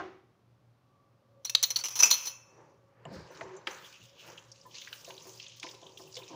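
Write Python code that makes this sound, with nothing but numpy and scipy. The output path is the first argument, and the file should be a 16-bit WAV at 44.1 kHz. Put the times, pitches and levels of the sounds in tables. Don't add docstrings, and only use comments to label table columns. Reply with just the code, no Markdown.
import sys
import numpy as np
from scipy import signal
from scipy.fft import rfft, irfft
from scipy.io import wavfile

SR = 44100
rng = np.random.default_rng(int(sys.argv[2]) if len(sys.argv) > 2 else 0)


def wav_out(sig):
    wavfile.write(sys.argv[1], SR, np.round(np.clip(np.atleast_2d(sig).T, -1, 1) * 32767).astype(np.int16))


def amplitude_ratio(level_db):
    exponent = np.asarray(level_db, float) / 20
    return 10 ** exponent


N = 280035
HZ = np.maximum(np.fft.rfftfreq(N, 1 / SR), 1)


def rms_one(x):
    return x / np.sqrt(np.mean(x ** 2) + 1e-20)


def filtered(x, order, hz, kind):
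    return signal.sosfilt(signal.butter(order, hz, kind, fs=SR, output="sos"), x)


def in_time(rows):
    s, *columns = np.transpose(rows)
    t = np.arange(N) / SR
    outside = np.maximum(s[0] - t, 0) + np.maximum(t - s[-1], 0)
    return [np.interp(t, s, c) - 900 * outside for c in columns]


def at_hz(points, hz):
    point_hz, value = np.transpose(points)
    return np.interp(np.log(hz), np.log(point_hz), value)


def coloured(x, spectrum):
    return rms_one(irfft(rfft(x) * amplitude_ratio(at_hz(spectrum, HZ)), N))


def drift(rate):
    knots = rng.standard_normal(400)
    return np.interp(np.arange(N) * rate / SR, np.arange(400), knots)


def random_hits(per_s, spread_db):
    sizes = amplitude_ratio(spread_db * np.minimum(rng.exponential(1, N), 3))
    return sizes * (rng.random(N) < per_s / SR)


def grains(per_s, spread_db):
    flare = signal.lfilter([1], [1, -np.exp(-1 / (0.0025 * SR))], random_hits(per_s, spread_db))
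    return rng.standard_normal(N) * (1 + 0.96 * flare)


def patchy(x, patchy_db, rate):
    spectrum, out = rfft(x), 0
    for octave in np.arange(15, 43) / 3:
        band = spectrum * np.clip(1 - 3 * np.abs(np.log2(HZ) - octave), 0, 1)
        if np.any(np.abs(band) > 1):
            flicker = drift(rate) + 0.28 * drift(rate / 3)
            out = out + amplitude_ratio(patchy_db * flicker) * irfft(band, N)
    return rms_one(out)


def add(out, s, x):
    i = round(s * SR)
    out[i:i + len(x)] += x[:N - i]


def struck(modes, stretch, luck=np.zeros(40), scatter_db=0):
    hz, level_db, t60 = np.transpose(modes)[:, :, None]
    t, luck = np.arange(SR // 2) / SR, luck[:len(modes), None]
    hz = hz * (1 + 0.004 * luck[::-1] / stretch)
    decay = amplitude_ratio(level_db + scatter_db * luck - 60 * t / (t60 * stretch))
    build = 1 - np.exp(-hz * t / 0.49)
    return np.sum(decay * np.sin(2 * np.pi * hz * t) * build, axis=0)


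def puff(source, s, t60, rise=0.00075):
    t = np.arange(SR // 5) / SR
    snatch = np.resize(source[round(s * SR):], len(t))
    return snatch * amplitude_ratio(-60 * t / t60) * (1 - np.exp(-t / rise))


def chatter(ring, s, white, t60, first=2.4):
    t = np.arange(SR // 16) / SR
    scuff = np.resize(white[round(s * SR):], len(t)) * amplitude_ratio(-60 * (t / t60) ** 2)
    scuff[0] = first * np.sqrt(t60 * SR / 100)
    return signal.fftconvolve(ring, scuff / np.sqrt(np.sum(scuff ** 2)))


def gestures(rows, fall_db_per_s):
    t, main, second = np.arange(N) / SR, 0, 0
    for s, db, rise, extra_db in rows:
        below_db = np.where(t < s, 15 * (s - t) / rise, fall_db_per_s * (t - s))
        gain = amplitude_ratio(db - below_db)
        main = np.maximum(main, gain)
        second = np.maximum(second, amplitude_ratio(extra_db) * gain)
    return main, second


# frequency in Hz, level in dB per Hz.
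AIR = [(15, -48.5), (30, -17.5), (45, -18.5), (80, -8), (124, -3.5), (252, -10.5), (525, -15), (1160, -19),
       (1690, -26), (5750, -34.5), (7970, -43), (15300, -44), (16600, -47)]
# frequency in Hz, width in Hz, lift in dB.
WHISTLES = [(549, 36, 18), (1150.5, 44, 16.5)]
# time in seconds, low whistle in dB, high whistle in dB.
DRAUGHT = [(0, -26.5, -29.5), (.8, -21, -21.5), (0.901, -16.5, 2), (1.101, -16, -6.5), (1.4, 3, -8.5),
           (2.4, -2.5, -2.5), (2.9, -5.5, -1.5), (3.6, -2, -2.5), (4.201, -3, -7.5), (4.6, -1, -8),
           (5.2, -7, -1), (5.6, -3.5, -9.5), (6.35, -4.5, -6.5)]
# time in seconds, hum level in dB.
LOAD = [(0, -22), (.2, -6), (.6, 4.5), (1.0, -2.5), (1.3, -0.5), (1.9, 3.5), (2.3, 1.5), (2.7, -5.5),
        (3.3, 5.5), (3.9, -8), (4.2, -3.5), (4.5, 5.5), (4.8, 1), (5.1, -3), (5.4, 3), (5.8, 0), (6.1, 5),
        (6.35, 3)]
AIR_DB, HUM_DB, WEAK_DB = -67.5, -68.5, -6
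MAINS_HZ, BEATS_PER_S, IN_STEP_S = 120, 4.74, 1.97
WEAK_EVERY_S, WEAK_AT_S = 6 / BEATS_PER_S, 0.93


def background():
    air = coloured(rng.standard_normal(N), AIR)
    whistles = 0
    for (hz, width, lift_db), draught_db in zip(WHISTLES, in_time(DRAUGHT)):
        lift = amplitude_ratio(lift_db) / (1 + (2 * (HZ - hz) / width) ** 2)
        whistles = whistles + amplitude_ratio(draught_db) * irfft(rfft(air) * lift, N)
    air = patchy(air + whistles, patchy_db=0, rate=13)
    t = np.arange(N) / SR
    turns = 2 * np.pi * (t - IN_STEP_S)
    weak = np.cos(np.pi * (t - WEAK_AT_S) / WEAK_EVERY_S) ** 10
    tones = np.sin(MAINS_HZ * turns) + np.sin((MAINS_HZ - BEATS_PER_S) * turns)
    return amplitude_ratio(AIR_DB) * air + amplitude_ratio(HUM_DB + WEAK_DB * weak + in_time(LOAD)[0]) * tones


# frequency in Hz, level in dB, t60 in seconds.
CLUNK = [(341, -4, 0.29), (379, -5, 0.59), (716, -6, 0.27), (790, -12, 0.52), (1058, -4.5, 0.16),
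         (1430, -5.5, 0.12), (1570, -5.5, 0.11), (2030, -20, 0.32), (1960, -26.5, 0.74), (2240, -30, 0.72),
         (2900, -34, .4)]
# frequency in Hz, level in dB per Hz.
CLUNK_TAIL = [(59, -30), (100, -15), (256, -17.5), (367, 1), (410, -13.5), (976, -16.5), (1050, -13),
              (6410, -40.5), (9000, -66), (11700, -100), (19800, -120)]
CLUNK_DB, CLUNK_TAIL_DB, CLUNK_T60_S = -34, -41, 0.52


def clunk():
    decay_db = -60 * np.arange(N) / SR / CLUNK_T60_S
    out = amplitude_ratio(CLUNK_TAIL_DB + decay_db) * coloured(rng.standard_normal(N), CLUNK_TAIL)
    add(out, 0, amplitude_ratio(CLUNK_DB) * struck(CLUNK, 0.82))
    return out


# frequency in Hz, level in dB, t60 in seconds.
LOW_RING = [(2870, -13.5, 0.06), (2620, 3.5, 0.028), (2550, -6, 0.038)]
MIDDLE_RING = [(4100, -3.5, 0.034), (4200, 6, 0.024), (4290, 1, 0.065), (4300, -6.5, .03)]
MAIN_RING = [(5530, -10.5, 0.052), (6000, -8.5, 0.04), (5919, 6, 0.092), (6010, 1.5, 0.04),
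             (5710, -10, .04), (6074, 7, 0.048), (6690, -2.5, 0.057)]
SIZZLE = [(10130, -8.5, 0.05), (10380, -4.5, 0.064), (10940, -0.5, 0.03), (12200, -8.5, 0.044),
          (11500, -6.5, 0.065), (12720, -2, 0.026), (13600, -9, .03), (14520, -3.5, .06),
          (15100, -0.5, .03), (15400, -3.5, 0.032), (15740, -9.5, 0.051)]
# frequency in Hz, level in dB, t60 in seconds.
RING_OUT = [(2660, -34, 0.71), (2580, -34.5, 0.68), (4250, -39, 0.67), (5420, -33.5, .7),
            (5620, -36.5, .45), (5700, -38.5, .45), (6140, -31, 0.7), (5770, -33, 1), (6331, -37, .5),
            (6875, -35, 0.7), (4270, -38.5, 0.5), (14525, -43, .2)]
# frequency in Hz, level in dB per Hz.
CRACK = [(180, -60.5), (520, -33), (700, -43.5), (1000, -22.5), (1890, -14), (3180, -0.5), (4160, -21.5),
         (4750, -6.5), (6110, 3), (8260, -29.5), (10600, -12), (13400, -20), (15400, -7), (16400, -31)]
# frequency in Hz, level in dB per Hz.
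THUD = [(150, -20), (300, -6.5), (520, -5), (680, -8.5), (900, 1.5), (1300, -2), (1700, -6), (2200, -4.5),
        (3000, -19.5), (5000, -61)]
# start in seconds, peak in dB,
# spot from -1 (mug) to 1 (spoon), scuff t60 in seconds.
GRIPPED = [(1.4475, -34, .3, .01), (1.4507, -23.5, 0.4, 0.024), (1.466, -42.5, 1.23, 0.053),
           (1.4965, -21, 0.3, 0.016), (1.5494, -16, 0.31, .012), (1.628, -14.5, 0.3, 0.025),
           (1.6385, -23.5, 1.34, 0.032), (1.6544, -40.5, 0.61, 0.011), (1.704, -19, .2, 0.031),
           (1.747, -46.5, 0.1, .01), (1.7611, -18, 0.68, 0.036), (1.7893, -25, -0.42, 0.057),
           (1.812, -45, -.1, 0.011), (1.8386, -22, 0.036, 0.016), (1.847, -23, -0.2, 0.02),
           (1.856, -23.5, -.2, .05), (1.8845, -25.5, 0.27, 0.023), (1.906, -29.5, -1.3, 0.12)]
# start in seconds, peak in dB,
# spot from -1 (mug) to 1 (spoon), scuff t60 in seconds.
LOOSE = [(1.9554, -23, -0.05, 0.11), (1.9907, -20.5, 0.35, 0.047), (1.9997, -18.5, -1.5, 0.019),
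         (2.0035, -18.5, -0.54, 0.024), (2.0251, -9.5, -1.3, 0.064), (2.0344, -14, -0.9, 0.011),
         (2.0414, -34, -.5, 0.022), (2.0565, -19, -1, 0.074), (2.1042, -18.5, 0.05, 0.013),
         (2.1117, -10, 0.35, 0.018), (2.1292, -24, 0.9, 0.043), (2.138, -22.5, 0.28, 0.028),
         (2.255, -26.5, -0.28, 0.048), (2.2711, -25.5, 0.5, 0.046)]
# start in
# seconds, peak in dB, frequency in Hz, t60 in seconds.
PINGS = [(1.5505, -5.5, 4200, 0.022), (1.5496, -19, 3800, 0.02), (1.5491, -19.5, 4650, 0.014),
         (1.552, -24.5, 6250, 0.022), (1.554, -30.5, 7260, 0.026), (1.55, -32, 2600, 0.029),
         (1.549, -33, 1310, .02), (1.551, -39, 550, 0.033), (1.56, -43.5, 4200, 0.12),
         (1.6385, -19, 3950, 0.022), (1.707, -32.5, 4140, 0.062), (2.0326, -8.5, 5940, .03),
         (2.04, -15.5, 5950, .06), (1.628, -25, 15400, .03), (1.635, -19.5, 6460, 0.02),
         (1.655, -33.5, 15200, 0.059), (1.706, -36.5, 12500, 0.051), (1.7594, -18, 4440, 0.037),
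         (1.786, -32, 4640, 0.064), (1.81, -32.5, 4480, .04), (1.813, -46.5, 1430, 0.04),
         (1.842, -32, 2840, .04), (1.859, -36, 2890, .06), (1.957, -29.5, 6330, .04),
         (1.992, -41, 1620, .03), (2.026, -39, 290, 0.05), (2.028, -32.5, 14520, .15),
         (2.106, -29.5, 14520, .25), (2.0331, -17, 2586, 0.079), (2.058, -28, 6900, 0.074),
         (2.056, -32.5, 7540, .05), (2.057, -32, 5130, .08), (2.1115, -15, 4185, .06),
         (2.111, -19, 6920, 0.12), (2.112, -44, 1518, .06), (2.1249, -18, 4154, .06),
         (2.0034, -16, 5980, 0.028), (1.496, -31, 2660, .015), (3.053, -43, 2900, 0.031),
         (3.053, -52.5, 7420, .03), (3.112, -58, 4200, .03), (3.301, -60.5, 6060, .3),
         (3.404, -67, 7300, 0.37), (3.41, -60, 6100, 0.24), (3.565, -53.5, 7230, .12),
         (3.566, -57.5, 6100, 0.13), (3.67, -28, 3240, .025), (3.673, -33, 5100, 0.026),
         (3.71, -43, 6100, .03), (3.885, -57, 5960, .02)]
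# time in seconds, level in dB.
JINGLE = [
    (1.44, -67.5),
    (1.498, -88.5),
    (1.618, -60.5),
    (1.856, -51),
    (1.964, -48),
    (2.14, -32.5),
    (2.3, -42.5),
    (2.42, -71),
    (2.55, -78.5),
]
LOW_DB, LOW_DB_PER_SPOT = -14.5, -9.5
MIDDLE_DB, MIDDLE_DB_PER_SPOT = -9, 18
SIZZLE_DB, SIZZLE_DB_PER_SPOT = -3, 4
GRIP_ENDS_S, GRIP_DAMPING = 1.95, 0.42
GRIPPED_RING_OUT_DB, LOOSE_RING_OUT_DB = 7.5, 12.5
DEPTH_HZ, DEPTH_DB, DEPTH_PER_DB = 1880, -3.5, 0.14


def spoons():
    out, white = np.zeros(N), rng.standard_normal(N)
    crack, deep = coloured(white, CRACK), coloured(white[::-1], THUD)
    bright = filtered(crack, 2, DEPTH_HZ, "high")
    for (s, db, spot, scuff), luck in zip(GRIPPED + LOOSE, rng.standard_normal((40, 12))):
        gripped = s < GRIP_ENDS_S
        stretch = GRIP_DAMPING if gripped else 1
        families = ((MAIN_RING, 0),
                    (LOW_RING, LOW_DB + LOW_DB_PER_SPOT * spot),
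                    (MIDDLE_RING, MIDDLE_DB + MIDDLE_DB_PER_SPOT * spot),
                    (SIZZLE, SIZZLE_DB + SIZZLE_DB_PER_SPOT * spot),
                    (RING_OUT, GRIPPED_RING_OUT_DB if gripped else LOOSE_RING_OUT_DB))
        rings = [amplitude_ratio(level_db) * chatter(struck(modes, stretch, luck), s, white, scuff)
                 for modes, level_db in families]
        add(out, s, amplitude_ratio(db - 2.5) * sum(rings) / np.abs(rings[0]).max())
        impact = bright + amplitude_ratio(DEPTH_DB + DEPTH_PER_DB * (db + 13)) * deep
        add(out, s, amplitude_ratio(db - 19) * puff(impact, s, t60=1.5 * scuff + 0.021))
    for s, db, hz, t60 in PINGS:
        ring = struck([(hz, 0, t60), (0.94 * hz, -8, t60)], 0.93)
        ping = chatter(ring, s, white, t60=0.012, first=5.7)
        add(out, s, amplitude_ratio(db) * ping / np.abs(ping).max())
    body = struck(LOW_RING + MIDDLE_RING + MAIN_RING + SIZZLE, 0.84)
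    ticks = rms_one(signal.fftconvolve(grains(per_s=400, spread_db=17), body)[:N])
    sliding = amplitude_ratio(in_time(JINGLE)[0] - 8.5) * (0.32 * ticks + crack + 0.13 * deep)
    return filtered(out, 2, 170, "high") + sliding


# start in seconds, peak in dB, frequency in Hz.
THUMPS = [
    (3.056, -37, 154),
    (3.117, -36.5, 198),
    (3.159, -37.5, 105),
    (3.198, -50, 111),
    (3.427, -44.5, 121),
    (3.996, -49, 115),
    (2.027, -49.5, 199),
]


def thumps():
    out, white = np.zeros(N), rng.standard_normal(N)
    for s, db, hz in THUMPS:
        panel = struck([(hz, 0, 0.09), (1.4 * hz, -4, 0.07)], 0.92)
        bump = chatter(panel, s, white, t60=0.35, first=0.38)
        add(out, s, amplitude_ratio(db - 5) * bump / np.abs(bump).max())
    return out


# frequency in Hz, level in dB per Hz.
RUSTLE = [(1410, -24.5), (2050, -14), (2500, -6), (3000, -3), (3610, -6.5), (4300, -8.5), (6250, -2.5),
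          (6700, -3), (8500, -22), (11000, -29), (18700, -120)]


def creases(per_s, cycles):
    sizes = random_hits(per_s, spread_db=2)
    dealt, out = rng.integers(0, 16, N), 0
    for k, hz in enumerate(np.geomspace(2500, 7200, 16)):
        r, w = amplitude_ratio(-60 * hz / (cycles * SR)), 2 * np.pi * hz / SR
        pops = sizes * (dealt == k) + 1e-18
        ring = signal.lfilter([0, np.sin(w)], [1, -2 * r * np.cos(w), r * r], pops)
        out = out + amplitude_ratio(at_hz(RUSTLE, hz)) * ring
    return rms_one(out)


# frequency in Hz, level in dB per Hz.
RUB = [(88, -37), (150, 1), (236, -19.5), (326, -2.5), (452, -2.5), (513, 0.5), (576, -4.5), (700, -13.5),
       (800, -7.5), (940, -3.5), (1080, -8), (1300, -25.5), (1690, -53.5), (2860, -120)]
# frequency in Hz, level in dB per Hz.
SCUFF = [(710, -14.5), (1200, 0), (1520, 0), (1630, -0.5), (2500, -8.5), (3250, -17.5), (5500, -120)]
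# frequency in Hz, level in dB per Hz.
CRACKLE = [(4590, -6), (7800, -6.5), (9060, -8), (9970, -4.5), (13400, -13), (15100, 6.5), (16100, -32),
           (16400, -6.5)]
# loudest moment in seconds, level in dB, rise in seconds, grit in dB.
STROKES = [(2.6, -50, 0.14, -9), (3.07, -52.5, 0.092, -7), (3.17, -44.5, 0.18, -3.5), (3.37, -47, 0.14, -1),
           (3.52, -43, 0.37, -7), (3.69, -45.5, 0.022, 6), (4.3, -48.5, 0.13, -1), (4.7, -56, 0.14, -22),
           (4.93, -59.5, 0.17, 6), (5.11, -49, 0.12, -11.5), (5.27, -50, 0.043, -9.5),
           (5.65, -49.5, 0.039, -8), (5.86, -49.5, 0.089, -18), (6.03, -52, 0.066, -32),
           (6.19, -48.5, 0.074, -9), (6.34, -42.5, 0.094, -29)]
# loudest moment in seconds, level in dB, rise in seconds,
# fine crackle in dB.
SQUEEZES = [(2.55, -77.5, .1, -23.5), (3.15, -68, 0.038, -14), (3.24, -71, 0.11, -28),
            (3.36, -59.5, 0.14, -19), (3.69, -51, 0.019, -3.5), (3.86, -54, 0.083, -7.5),
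            (4.21, -53.5, 0.061, -10), (4.3, -60.5, 0.11, -4.5), (4.56, -62, 0.037, -20),
            (4.76, -50.5, 0.069, -21), (4.94, -55, 0.21, 0), (5.08, -56, 0.13, -0.5),
            (5.27, -56, 0.66, -21), (5.42, -54.5, 0.23, -30), (5.5, -55, 0.068, -28.5),
            (5.63, -51.5, 0.027, -14), (5.87, -60, .06, -7), (6.02, -57.5, 0.18, -20),
            (6.18, -55.5, 0.16, -19), (6.3, -55.5, 0.28, -11)]
# time in seconds,
# lower rustle over the upper in dB.
FOLDS = [(3.0, -3.5), (3.3, 7), (3.7, 7), (4.0, 4), (4.25, 7), (4.4, -1), (4.5, 2.5), (4.68, -9),
         (4.75, 7.5), (5.0, 0), (5.2, -0.5), (5.33, -7.5), (5.45, 14), (5.57, 4), (5.7, 1.5), (5.85, -3),
         (6.05, -8.5), (6.35, 3)]
# time in seconds, frequency in Hz, level in dB.
DRAG = [
    (3.44, 376.6, -58),
    (3.554, 374, -43.5),
    (3.6, 420, -68),
]
# loudest moment in seconds, level in dB, rise in seconds, bright edge in dB.
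SLIDES = [
    (3.15, -56, 0.063, -13.5),
    (3.354, -68, 0.036, -1),
]
SLIDE_HZ, EDGE_HZ = (3950, 5500), (5160, 7000)
FOLD_SPLIT_HZ = 4220


def handling():
    press, grit = gestures(STROKES, fall_db_per_s=73.5)
    squeeze, fine = gestures(SQUEEZES, fall_db_per_s=49)
    rub = patchy(coloured(grains(per_s=36, spread_db=1.5), RUB), patchy_db=3.5, rate=14)
    scuff = coloured(grains(per_s=15, spread_db=-5), SCUFF)
    rustle = patchy(coloured(grains(per_s=50, spread_db=3), RUSTLE), patchy_db=3.5, rate=20)
    rustle = rustle + 0.19 * creases(per_s=200, cycles=74)
    crackle = patchy(coloured(grains(per_s=25, spread_db=3.2), CRACKLE), patchy_db=3, rate=12)
    lower = filtered(rustle, 4, FOLD_SPLIT_HZ, "low")
    upper = filtered(rustle, 4, FOLD_SPLIT_HZ, "high")
    folds_db = np.clip(in_time(FOLDS)[0], -12, 12)
    rustle = amplitude_ratio(folds_db / 2) * lower + amplitude_ratio(-folds_db / 2) * upper
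    drag_hz, drag_db = in_time(DRAG)
    drag = amplitude_ratio(drag_db + 2.5) * np.sin(2 * np.pi * np.cumsum(drag_hz) / SR)
    slide, edge = gestures(SLIDES, fall_db_per_s=98)
    friction = grains(per_s=88.3, spread_db=0.5)
    lid = slide * rms_one(filtered(friction, 2, SLIDE_HZ, "band"))
    lid = lid + edge * rms_one(filtered(friction, 2, EDGE_HZ, "band"))
    counter = amplitude_ratio(-7) * press * rub + amplitude_ratio(-8.5) * grit * scuff
    packet = amplitude_ratio(-2) * squeeze * rustle + amplitude_ratio(-8) * fine * crackle
    return lid + counter + packet + drag


# start in seconds, peak in dB, frequency in Hz.
CRINKLES = [(3.052, -42.5, 1966), (3.1438, -43, 1570), (3.4097, -26.5, 1560), (3.5675, -47.5, 6670),
            (3.6712, -19.5, 1706), (3.8445, -41, 3500), (4.015, -44, 2940), (4.1955, -40, 2900),
            (4.3777, -35.5, 2880), (4.5166, -37, 5440), (4.752, -35, 4230), (4.819, -33, 3020),
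            (4.873, -32.5, 1940), (4.9283, -26.5, 2970), (5.046, -35, 5700), (5.1059, -33, 2960),
            (5.1783, -34.5, 3600), (5.2227, -40, 6200), (5.3988, -31, 3180), (5.418, -40.5, 4860),
            (5.4816, -38, 6500), (5.598, -34, 5430), (5.6295, -23.5, 2550), (5.689, -35, 3390),
            (5.7467, -46, 3670), (5.8657, -37, 3380), (5.973, -36.5, 3330), (6.1427, -36, 5000),
            (6.1672, -27.5, 3520), (6.232, -40, 3530), (3.9019, -54, 3550), (3.9408, -48.5, 3160),
            (4.287, -51, 5500), (4.3, -41.5, 6000), (4.314, -57, 3000), (4.6123, -42.5, 5250),
            (4.71, -46.5, 2980), (4.9283, -35.5, 1600), (4.955, -52, 3250), (5.048, -40, 2810),
            (5.065, -44, 3520), (5.15, -45, 4600), (5.3476, -45, 4900), (5.374, -42, 5070),
            (5.4643, -36, 3520), (5.5162, -46, 2900), (5.598, -41, 3470), (5.6669, -35, 2300),
            (5.8305, -45.5, 3330), (5.8879, -55, 3500), (5.9203, -47, 4680), (5.975, -43.5, 5950),
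            (6.0141, -43, 5200), (6.0719, -49.5, 2860), (6.1198, -46, 5000), (6.1538, -34, 4730),
            (6.176, -37, 3400), (6.193, -40, 3300), (6.2176, -42.5, 2560), (6.285, -39.5, 5930)]
# start in seconds, level in dB.
SWISHES = [(3.121, -69), (3.311, -68), (3.705, -60.5), (3.84, -59.5), (4.029, -66.5), (4.26, -60),
           (4.661, -65.5), (4.81, -61.5), (4.924, -53), (5.046, -65.5), (5.2233, -61), (5.267, -57.5),
           (5.35, -63), (5.56, -64), (5.689, -63), (5.975, -58.5), (6.07, -63), (6.17, -57.5)]


def crinkles():
    out, white = np.zeros(N), rng.standard_normal(N)
    film = coloured(white, CRACKLE)
    for s, db, hz in CRINKLES:
        wide = 1.097 + 0.03 * max(db + 38, 0)
        snap = filtered(puff(white, s, t60=0.041, rise=0.00023), 2, [hz / wide, hz * wide], "band")
        ping = struck([(hz, -4, 0.022)], 0.55)[:len(snap)]
        add(out, s, amplitude_ratio(db - 4) * (snap / np.abs(snap).max() + ping))
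    for s, db in SWISHES:
        add(out, s, amplitude_ratio(db) * puff(film, s, t60=0.3, rise=0.0022))
    return out


# start in seconds, peak in dB, frequency in Hz.
KNOCKS = [(3.054, -30, 583), (3.065, -57, 647), (3.113, -34, 532), (3.15, -51, 485), (3.304, -33.5, 543),
          (6.328, -40, 945), (3.41, -23, 584), (3.672, -24.5, 355), (4.652, -40.5, 1020),
          (5.077, -34.5, 560), (5.1, -36.5, 970), (5.251, -37.5, 513), (5.636, -28.5, 319),
          (5.643, -38, 907), (5.734, -34.5, 366), (5.825, -35.5, 432), (5.994, -40, 880), (5.996, -35, 410),
          (6.167, -37, 554), (6.188, -38.5, 407), (6.291, -53, 536), (6.304, -31, 310), (6.331, -32.5, 330)]
# frequency in Hz, level in dB, t60 in seconds.
COUNTER = [(151, -36, .1), (336, -10, 0.26), (380.8, -8, 0.47), (515, -6, 0.19), (663, -1, 0.064),
           (858, -12, 0.11), (915, -3, 0.077), (1010, -2, 0.096), (1560, 1, 0.013), (1760, -8, 0.046)]


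def knocks():
    out, white = np.zeros(N), rng.standard_normal(N)
    for (s, db, hz), luck in zip(KNOCKS, rng.standard_normal((len(KNOCKS), 12))):
        near = [(f, g - 6 * abs(np.log2(f / hz)), t60) for f, g, t60 in COUNTER]
        tub = struck([(hz, -1.5, 0.09), (1.07 * hz, -6, 0.07)], 1)
        counter = struck(near, 1.18, luck, scatter_db=3.5)
        add(out, s, amplitude_ratio(db - 11) * chatter(tub + counter, s, white, t60=0.03, first=1.9))
    return out


# frequency in Hz, t60 in seconds.
ROOM = [(200, 0.2), (1000, 1), (2600, .7), (4000, 0.31), (6000, 0.57), (9000, 0.45), (16000, 0.24)]
ROOM_DB = -16.5


def kitchen(x):
    t, tail = np.arange(SR) / SR, 0
    white, hz = rfft(rng.standard_normal(SR)), np.arange(1, SR // 2 + 2)
    for octave in np.arange(6, 15):
        share = np.clip(1 - np.abs(np.log2(hz) - octave), 0, 1)
        tail = tail + irfft(white * share) * amplitude_ratio(-60 * t / at_hz(ROOM, 2.0 ** octave))
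    tail = tail * (1 - np.exp(-t / 0.0038))
    return amplitude_ratio(ROOM_DB) * signal.fftconvolve(x, tail / np.sqrt(np.sum(tail ** 2)))[:N]


def scene():
    blows = filtered(spoons() + crinkles() + knocks(), 2, 260, "high")
    soft = thumps() + clunk() + handling() + background()
    return (blows + kitchen(blows) + soft)[None]


def band_limit(x):
    return signal.sosfilt(signal.butter(12, 17130, fs=SR, output="sos"), x)


def record(dry):
    no_rumble = filtered(dry, 2, 45, "high")
    steep_top = signal.cheby2(12, 42, 16150, fs=SR, output="sos")
    return band_limit(signal.sosfilt(steep_top, no_rumble))


dry = scene()
out = record(dry)
wav_out(out)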